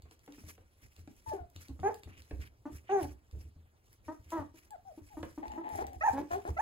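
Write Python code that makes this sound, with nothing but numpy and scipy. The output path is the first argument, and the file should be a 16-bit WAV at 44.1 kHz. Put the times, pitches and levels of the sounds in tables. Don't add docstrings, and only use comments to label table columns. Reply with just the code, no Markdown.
import sys
import numpy as np
from scipy import signal
from scipy.io import wavfile
from scipy.ndimage import uniform_filter1d

SR = 44100
rng = np.random.default_rng(int(sys.argv[2]) if len(sys.argv) > 2 else 0)


def natural_amplitude(level_db):
    exponent = np.asarray(level_db, float) / 20
    return 10 ** exponent


def master(y):
    cut = np.clip(np.atleast_2d(y).T, -1, 1)
    pcm = np.round(cut * 32767)
    wavfile.write(sys.argv[1], SR, pcm.astype(np.int16))


N = 291589
PORT_LAG_MS = 0.27


def evened(x):
    return x / np.sqrt(np.mean(x ** 2) + 1e-20)


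def read(points, hz):
    f, value = np.transpose(points)
    return np.interp(np.log(hz + 1), np.log(f + 1), value)


def add(mix, s, sound, lag_ms=0, pan_db=0):
    for port, side in zip(mix, (0.5, -0.5)):
        start = max(round((s + side * lag_ms / 1000) * SR), 0)
        part = port[start:][:len(sound)]
        part += natural_amplitude(side * pan_db) * sound[:len(part)]


def resonate(x, hz, width):
    turn = np.exp(2j * np.pi * np.cumsum(hz * np.ones(len(x))) / SR)
    r = np.exp(-np.pi * width / SR)
    return 2 * (turn * signal.lfilter([1 - r], [1, -r], x / turn)).real


def voice(rows, throat, rough, breath_db):
    # centre in Hz, width in Hz, level in dB
    nose = [(6400, 900, -40), (11000, 2500, -50)]
    s, *columns = np.transpose(rows)
    t = np.arange(s[0], s[-1], 1 / SR)
    hz, effort_db, bright_db = (np.interp(t, s, c) for c in columns)
    shake, sway, air = rng.standard_normal((3, 8000))[:, :len(t)]
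    shake, sway = (evened(uniform_filter1d(v, size=90)) for v in (shake, sway))
    rough = rough + 0.15 * np.exp((t - s[-1]) / 0.0079)
    turns = np.cumsum(hz * (1 + 0.12 * rough * shake)) / SR

    k = np.arange(1, 10)[:, None]
    size = natural_amplitude(read(throat, k * hz) + bright_db * np.minimum(np.log2(k), 1.15))
    size *= natural_amplitude(effort_db) / np.linalg.norm(size, axis=0)
    tone = (np.sqrt(2) * size * np.sin(2 * np.pi * k * turns)).sum(axis=0)

    puffs = air * (3.1 + np.exp(-(turns % 1) / 1.3))
    hiss = sum(natural_amplitude(db) * evened(resonate(resonate(puffs, f, w), f, w)) for f, w, db in nose)
    hiss *= np.clip(natural_amplitude(effort_db + 30.5), 0, 1)
    low_breath = evened(resonate(resonate(puffs, 800, 240), 730, 420))
    high_breath = evened(resonate(resonate(puffs, 1900, 900), 1900, 900))
    hiss += natural_amplitude(breath_db) * (low_breath + 0.15 * high_breath)

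    edges = np.minimum(np.minimum(t - s[0], s[-1] - t) / 0.0033, 1)
    return s[0], (tone * (1 + rough * sway) + hiss * natural_amplitude(effort_db + 8.0)) * edges


def shaped(start, length, effort_db, hz, bright_db, shape):
    top, start_db, end_db, first, last, onset_db = shape
    return [(start, hz * first, effort_db + start_db, bright_db + onset_db),
            (start + np.clip(top, 0.05, 0.95) * length, hz, effort_db, bright_db),
            (start + length, hz * last, effort_db + end_db, bright_db)]


def calls():
    # frequency in Hz, level in dB
    deep = [(300, 1.5), (620, -3), (950, 0), (1280, -9), (1600, -17.5), (1900, -16), (2300, -42),
            (3300, -73)]
    shrill = [(380, 1), (620, 0.5), (830, 5), (1250, -18), (1700, -12.5), (2050, -25), (2450, -26),
              (3300, -62)]
    # left port lag in ms, left over right in dB
    near = (.07, 1.5)
    left = (-.4, 5.5)
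    right = (.22, -2)
    far_left = (-.48, 3.5)
    # share of length before the top, start in dB, end in dB, start pitch factor,
    # end pitch factor, extra brightness at the start in dB per octave
    swell = (0.15, -11, -16, 1.09, 1.11, 12)
    die = (-0.1, 0.5, -13, 0.52, 0.96, 17)
    climb = (0.42, 5, 3.4, .94, 1.3, 3)
    fall = (.42, -10, -3, 1.0, .75, -8)

    # start in seconds, length in seconds, effort in dB, pitch in Hz,
    # mouth brightness in dB per octave
    grunts = [(2.653, 0.05, -37.5, 289.2, -9.5), (4.08, 0.054, -37, 301.2, -2.5),
              (5.168, 0.054, -39.5, 300, -11.5), (5.375, 0.048, -37.5, 294.7, -13.5),
              (5.575, .045, -39.5, 318.7, -7.5)]
    huffs = [(0.285, 0.071, -52, 293, -33), (1.69, 0.035, -45.5, 278, -26), (4.54, 0.033, -55.5, 321, -13),
             (4.975, 0.03, -45.5, 314, -19)]
    whimpers = [(5.785, 0.0444, -40.5, 361.5, 2), (6.45, 0.0465, -42, 359, 2)]
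    squeaks = [(4.705, 0.059, -46.5, 850, 0), (4.85, 0.077, -50.5, 780, -10), (5.1, .065, -55.5, 847, -10)]
    # time in seconds, pitch in Hz, effort in dB,
    # mouth brightness in dB per octave
    yelps = [
        [(1.83, 359.6, -38, 10), (1.845, 392, -31.5, -3), (1.875, 415.8, -27, 3), (1.892, 449.5, -31.5, -7),
         (1.903, 326, -44.5, 24), (1.92, 276, -48, 28)],
        [(2.892, 372.6, -37.5, 12.5), (2.905, 375.7, -34, -1.5), (2.935, 416.1, -28, -5.5),
         (2.97, 382.5, -31, -2.5), (3.0, 369.5, -33.5, 0), (3.02, 304.8, -41, -9), (3.06, 273.6, -42, -7)],
    ]
    bark = [(4.318, 328, -43.5, 16), (4.33, 324.4, -37, 2), (4.36, 327.3, -38.5, -3),
            (4.39, 309.2, -38, 3.5), (4.41, 290, -43, -9), (4.43, 268, -45.5, -1)]
    moan = [(6.13, 260, -39.5, -14), (6.16, 271.8, -40.5, -3), (6.185, 282.2, -33, 0),
            (6.205, 295.3, -38, -14), (6.22, 330, -35.5, -16)]
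    whine = [(6.305, 351.3, -36.5, 5), (6.325, 340.2, -34.5, 20), (6.347, 364, -31.5, 9.5),
             (6.375, 400, -41, -10.5), (6.41, 414, -51, 7)]
    broken = [
        [(1.262, 910, -44.5, -16), (1.335, 854.4, -38, 1)],
        [(1.315, 674, -40.5, -23), (1.333, 557, -39.5, -22)],
        [(1.334, 408.6, -31, -16), (1.364, 374, -54.5, 8), (1.39, 343, -50, -5)],
        [(1.385, 780, -46, -2), (1.401, 712, -48, 0.5), (1.45, 681, -57, -9)],
    ]
    windups = [
        [(6.008, 592, -36.5, 17), (6.032, 693, -31, 25.5)],
        [(6.565, 654, -43, 2), (6.582, 674, -31, 28)],
    ]
    screams = [
        [(6.033, 791.5, -27.5, 7), (6.059, 932.5, -26.5, -0.5), (6.072, 888, -21, 4)],
        [(6.073, 937, -23.5, -7), (6.087, 793, -21.5, 1), (6.1, 800, -32, 4)],
        [(6.108, 930, -41, -16), (6.145, 920, -43, -18)],
        [(6.583, 714, -33.5, 1.8), (6.61, 947, -26, 4.7)],
    ]

    short = [(grunts, swell, deep, 0.1, near), (huffs, die, deep, 0.1, near),
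             (whimpers, climb, shrill, 0.33, far_left), (squeaks, fall, shrill, 0.04, left)]
    long = [(yelps, shrill, 0.08, right), ([bark], deep, 0.2, near), ([moan], shrill, 0.2, near),
            ([whine], shrill, 0.28, far_left), (broken, shrill, 0.08, left),
            (windups, shrill, 0.04, (-0.4, -2)), (screams, shrill, 0.04, right)]
    long += [([shaped(*row, shape) for row in rows], *pup) for rows, shape, *pup in short]
    return [(curve, *pup) for curves, *pup in long for curve in curves]


def growl():
    # time in seconds, effort in dB, mouth resonance in Hz
    rattle = [(5.42, -38, 790), (5.47, -49, 880), (5.53, -43, 848), (5.6, -46.5, 873), (5.65, -45.5, 870),
              (5.72, -46, 846), (5.78, -38, 780), (5.89, -46.5, 764), (5.98, -51, 744)]
    s, *columns = np.transpose(rattle)
    t = np.arange(s[0], s[-1], 1 / SR)
    effort_db, mouth_hz = (np.interp(t, s, c) for c in columns)
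    shake, size, air = rng.standard_normal((3, len(t)))
    claps_per_s = 130 * (1 + 0.35 * evened(uniform_filter1d(shake, size=400)))
    turns = np.cumsum(claps_per_s) / SR
    claps = np.diff(np.floor(turns), prepend=0) * natural_amplitude(5 * size)
    drive = evened(claps) + 0.65 * air
    drive *= natural_amplitude(3 * evened(uniform_filter1d(shake[::-1], size=900)))
    mouth = evened(resonate(resonate(drive, mouth_hz, 84), mouth_hz, 114))
    mouth += natural_amplitude(-9.0) * evened(resonate(resonate(drive, 0.83 * mouth_hz, 56), 0.77 * mouth_hz, 90))
    chest = evened(resonate(resonate(drive, 256, 84), 356, 145))
    nose = evened(resonate(resonate(drive, 1860, 400), 1650, 600))
    sound = mouth + natural_amplitude(-13) * chest + natural_amplitude(-15.5) * nose
    return s[0], natural_amplitude(effort_db) * sound * signal.windows.tukey(len(t), 0.05)


def add_call(mix, s, sound, lag_ms, pan_db):
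    low = signal.sosfiltfilt(signal.butter(4, 1100, fs=SR, output="sos"), sound)
    add(mix, s, low, lag_ms, pan_db)
    add(mix, s, sound - low, lag_ms / 2, pan_db)


def litter():
    pups = np.zeros((2, N))
    for rows, throat, rough, place in calls():
        add_call(pups, *voice(rows, throat, rough, breath_db=-27), *place)
    add_call(pups, *growl(), -0.52, 4.6)
    return pups


def knock(db, hz, t60, rise, grit, width):
    t = np.arange(0, t60, 1 / SR)
    puff = rng.standard_normal(20000)[:len(t)]
    puff = evened(resonate(resonate(puff, hz, width * hz), hz, 2 * width * hz))
    shape = natural_amplitude(-60 * t / t60) * (1 - np.exp(-t / rise))
    return natural_amplitude(db) * shape / shape.max() * (np.sin(2 * np.pi * hz * t) + grit * puff)


def add_thumps(boards, paws):
    # time in seconds, peak level in dB
    thumps = [(0.031, -54.5), (0.436, -48.5), (0.984, -51.5), (1.273, -46.5), (1.402, -49), (1.553, -50.5),
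              (1.699, -44), (1.802, -42.5), (2.058, -46.5), (2.327, -38.5), (2.39, -42), (2.72, -43.5),
              (3.023, -39.5), (3.09, -48), (3.327, -43.5), (3.369, -42), (3.451, -50), (3.56, -51),
              (4.385, -47.5), (5.136, -54.5), (5.199, -48.5), (5.474, -51.5), (5.725, -45.5), (5.808, -46),
              (5.871, -53), (5.96, -47), (6.1, -46), (6.321, -48), (6.489, -35)]
    steps = [.826, 2.178, 4.058, 4.194, 4.259, 5.014, 5.279, 6.181]
    landings = thumps + [(s, -55) for s in steps]
    for (s, db), spread in zip(landings, rng.uniform(-1.1, 1, size=50)):
        board_hz = 78.3 * (1 + 0.17 * spread)
        boom = knock(db + 3.0, board_hz, t60=0.3, rise=0.0041, grit=0.38, width=0.64)
        add(boards, s, boom, 1.15 * spread, 4.6 * spread)
        rattle = knock(db - 19.5, 300, t60=0.19, rise=0.0018, grit=1.35, width=0.46)
        add(paws, s, rattle, 0.2)


def add_pats(paws):
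    # time in seconds, peak level in dB, ring in Hz
    pats = [(0.055, -53.5, 386), (0.114, -54.5, 314), (0.277, -45, 511), (0.382, -46.5, 255.6),
            (0.437, -54, 320), (0.498, -59, 290), (0.579, -51.5, 478), (0.811, -71, 204),
            (0.979, -54.5, 193), (1.075, -44.5, 296), (1.562, -54, 272), (1.792, -39.5, 192),
            (2.073, -47, 278), (2.309, -32.5, 298), (3.348, -53.5, 318), (5.23, -28.5, 324)]
    for s, db, hz in pats:
        add(paws, s, knock(db - 7.5, hz, t60=0.039, rise=0.0012, grit=1.0, width=0.85), 0.1)
        add(paws, s, knock(db - 18, 2.84 * hz, t60=0.029, rise=0.00027, grit=1.52, width=1.97), 0.1)


def add_ticks(paws):
    # time in seconds, peak level in dB, centre in Hz
    ticks = [(0.021, -56.5, 4600), (0.1108, -53, 3120), (0.1927, -61, 3800), (0.262, -58, 11200),
             (0.3229, -53, 2850), (0.9636, -53.5, 2800), (1.075, -59, 2520), (1.165, -63, 7600),
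             (1.335, -53, 10600), (1.5, -60.5, 11500), (1.5621, -46, 2950), (1.6837, -51, 3940),
             (1.7993, -54, 2360), (1.9433, -46, 6260), (2.0339, -48, 2430), (2.2205, -53.5, 4070),
             (2.8988, -61, 2730), (3.312, -58, 2920), (3.929, -54, 11050), (4.304, -47, 10600),
             (4.7065, -51.5, 11000), (5.228, -52, 2660), (5.4807, -49, 2510), (5.5185, -50.5, 2580),
             (5.691, -49.5, 11300), (5.8676, -47, 5800), (5.9322, -53, 11700), (6.3162, -47.5, 3460),
             (6.4767, -51, 11300), (6.581, -62, 2510)]
    for s, db, hz in ticks:
        tick = knock(db - 7, hz, t60=0.012, rise=0.0001, grit=2.5, width=2.2)
        add(paws, s, tick, PORT_LAG_MS)


def noise(shape, patchy_db, size=512):
    # frequency in Hz, likeness of left and right from 0 to 1
    likeness = [(60, .93), (300, .8), (1000, .6), (4000, .6), (9000, .88)]
    frames, hz = 4 * N // size + 5, np.fft.rfftfreq(size, 1 / SR)
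    a, b, c, d, patches = rng.standard_normal((frames, len(hz), 5)).T
    patches = uniform_filter1d(patches, size=size // 36, axis=0)
    patches = evened(uniform_filter1d(patches, size=4096 // size, axis=1))
    same = np.clip(read(likeness, hz), 0, 1)[:, None]
    right = a + 1j * b
    late = np.exp(-2j * np.pi * hz * PORT_LAG_MS / 1000)[:, None]
    left = same * late * right + np.sqrt(1 - same ** 2) * (c + 1j * d)
    z = np.array([left, right])
    inside = (hz >= shape[0][0]) & (hz <= shape[-1][0])
    z *= natural_amplitude(read(shape, hz)[:, None] + patchy_db * patches) * inside[:, None]
    return evened(signal.istft(z, nperseg=size, noverlap=3 * size // 4)[1][:, :N])


def strokes(rows, linger):
    t = np.arange(0, N + 64, 64) / SR
    top, db, rise, fall = np.transpose(rows)[:, :, None]
    away = np.where(t < top, (top - t) / rise, (t - top) / fall) / linger
    level = np.linalg.norm(natural_amplitude(db - 20 * away ** 1.07), axis=0)
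    return np.interp(np.arange(N) / SR, t, level)


def scuffs():
    # top in seconds, level in dB, rise in seconds, fall in seconds
    drags = [(.122, -64, .035, 0.045), (.385, -65, 0.21, 0.21), (.505, -56.5, 0.1, 0.073),
             (.83, -62.5, 0.052, 0.067), (1.0, -72, 0.41, 0.14), (1.16, -73.5, .3, 0.27),
             (1.293, -56.5, 0.065, 0.094), (1.626, -57, .09, .07), (1.696, -67, 0.069, 0.1),
             (1.886, -66.5, 0.15, 0.46), (2.178, -66.5, 0.061, 0.35), (2.422, -63.5, 0.089, 0.078),
             (2.756, -62.5, 0.12, 0.11), (3.042, -54, 0.09, .085), (3.421, -72.5, 0.3, 0.12),
             (3.936, -71.5, 0.16, 0.043), (4.046, -68.5, 0.027, 0.32), (4.313, -57, 0.029, 0.14),
             (4.586, -60, 0.046, 0.041), (4.655, -63.5, 0.047, 0.039), (4.954, -71, 0.2, 1),
             (5.236, -65, 0.28, .25), (5.5, -72, .5, 0.78), (5.757, -53, 0.086, 0.078),
             (6.089, -59, 0.12, 0.084), (6.19, -63.5, 0.48, 0.13), (6.323, -57.5, 0.048, 0.16),
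             (6.486, -59, 0.068, 0.09), (6.61, -61, 0.059, .1)]
    rubs = [(.09, -71, 0.24, 0.022), (2.15, -58, 0.13, 0.15), (2.422, -56, 0.063, 0.086),
            (2.91, -55, 0.058, 0.18), (6.423, -61, 0.042, 0.11)]
    # frequency in Hz, level in dB per Hz
    fine_colour = [(1470, -45.5), (2500, -27), (5560, -3), (9290, -11.5), (10900, -4), (13200, -11),
                   (14400, -12.5), (16000, -9)]
    coarse_colour = [(100, -32), (200, -3), (351, -9.5), (837, -20), (1000, -14), (2310, -7.5),
                     (7500, -38.5), (9750, -74)]
    grit = natural_amplitude(1.45 * evened(uniform_filter1d(rng.standard_normal(N), size=150)))
    grit *= natural_amplitude(3.2 * evened(uniform_filter1d(rng.standard_normal(N), size=1400)))
    coarse = np.hypot(natural_amplitude(-1.6) * strokes(drags, 1.09), strokes(rubs, 0.83))
    rub = strokes(drags, 1) * noise(fine_colour, 2.0) + coarse * noise(coarse_colour, 3.0)
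    return evened(grit) * rub


def room(x):
    # frequency in Hz, time to fall by 60 dB in seconds
    decay = [(80, 0.33), (300, .25), (700, 0.22), (2000, 0.27), (8000, 0.16)]
    taps = np.zeros((2, SR // 2))
    at = np.arange(200, SR // 2 - 20, 20) + rng.integers(0, 20, (2, (SR // 2 - 201) // 20))
    np.put_along_axis(taps, at, rng.choice([-1., 1.], at.shape), 1)
    hz, t, z = signal.stft(taps, SR, nperseg=256)
    z[1] = np.where(hz[:, None] < 400, 0.69 * z[0] + 0.97 * z[1], z[1])
    tail = signal.istft(z * natural_amplitude(-60 * t / read(decay, hz)[:, None]), SR, nperseg=256)[1]
    return signal.fftconvolve(x.mean(0)[None], tail / np.linalg.norm(tail[0]), axes=1)[:, :N]


def still_air():
    # frequency in Hz, level in dB per Hz
    hush = [(24, -6.5), (60, 1.5), (98, 3), (135, -13), (330, -14.5), (900, -21), (6720, -36.5),
            (16000, -37.5)]
    return natural_amplitude(-66) * noise(hush, 3.0, size=2048)


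def scene():
    pups = litter()
    paws, boards = np.zeros((2, 2, N))
    add_thumps(boards, paws)
    add_pats(paws)
    add_ticks(paws)
    wet = natural_amplitude(-5.5) * room(pups) + natural_amplitude(-2.5) * room(paws)
    return pups + paws + boards + wet + scuffs() + still_air()


def low_pass(x):
    return signal.sosfilt(signal.butter(12, 16510, fs=SR, output="sos"), x)


def record(dry):
    # centre in Hz, width in Hz, depth in dB
    notches = [(9350, 170, -6), (13200, 520, -26)]
    hz = np.linspace(0, SR / 2, 513)
    colour_db = sum(db * np.exp(-((hz - f) / w) ** 4) for f, w, db in notches) - 45 * (hz > 15850)
    taps = signal.firwin2(511, hz, natural_amplitude(colour_db), fs=SR)
    mix = signal.oaconvolve(dry, taps[None], "same")
    return low_pass(mix)


dry = scene()
out = record(dry)
master(out)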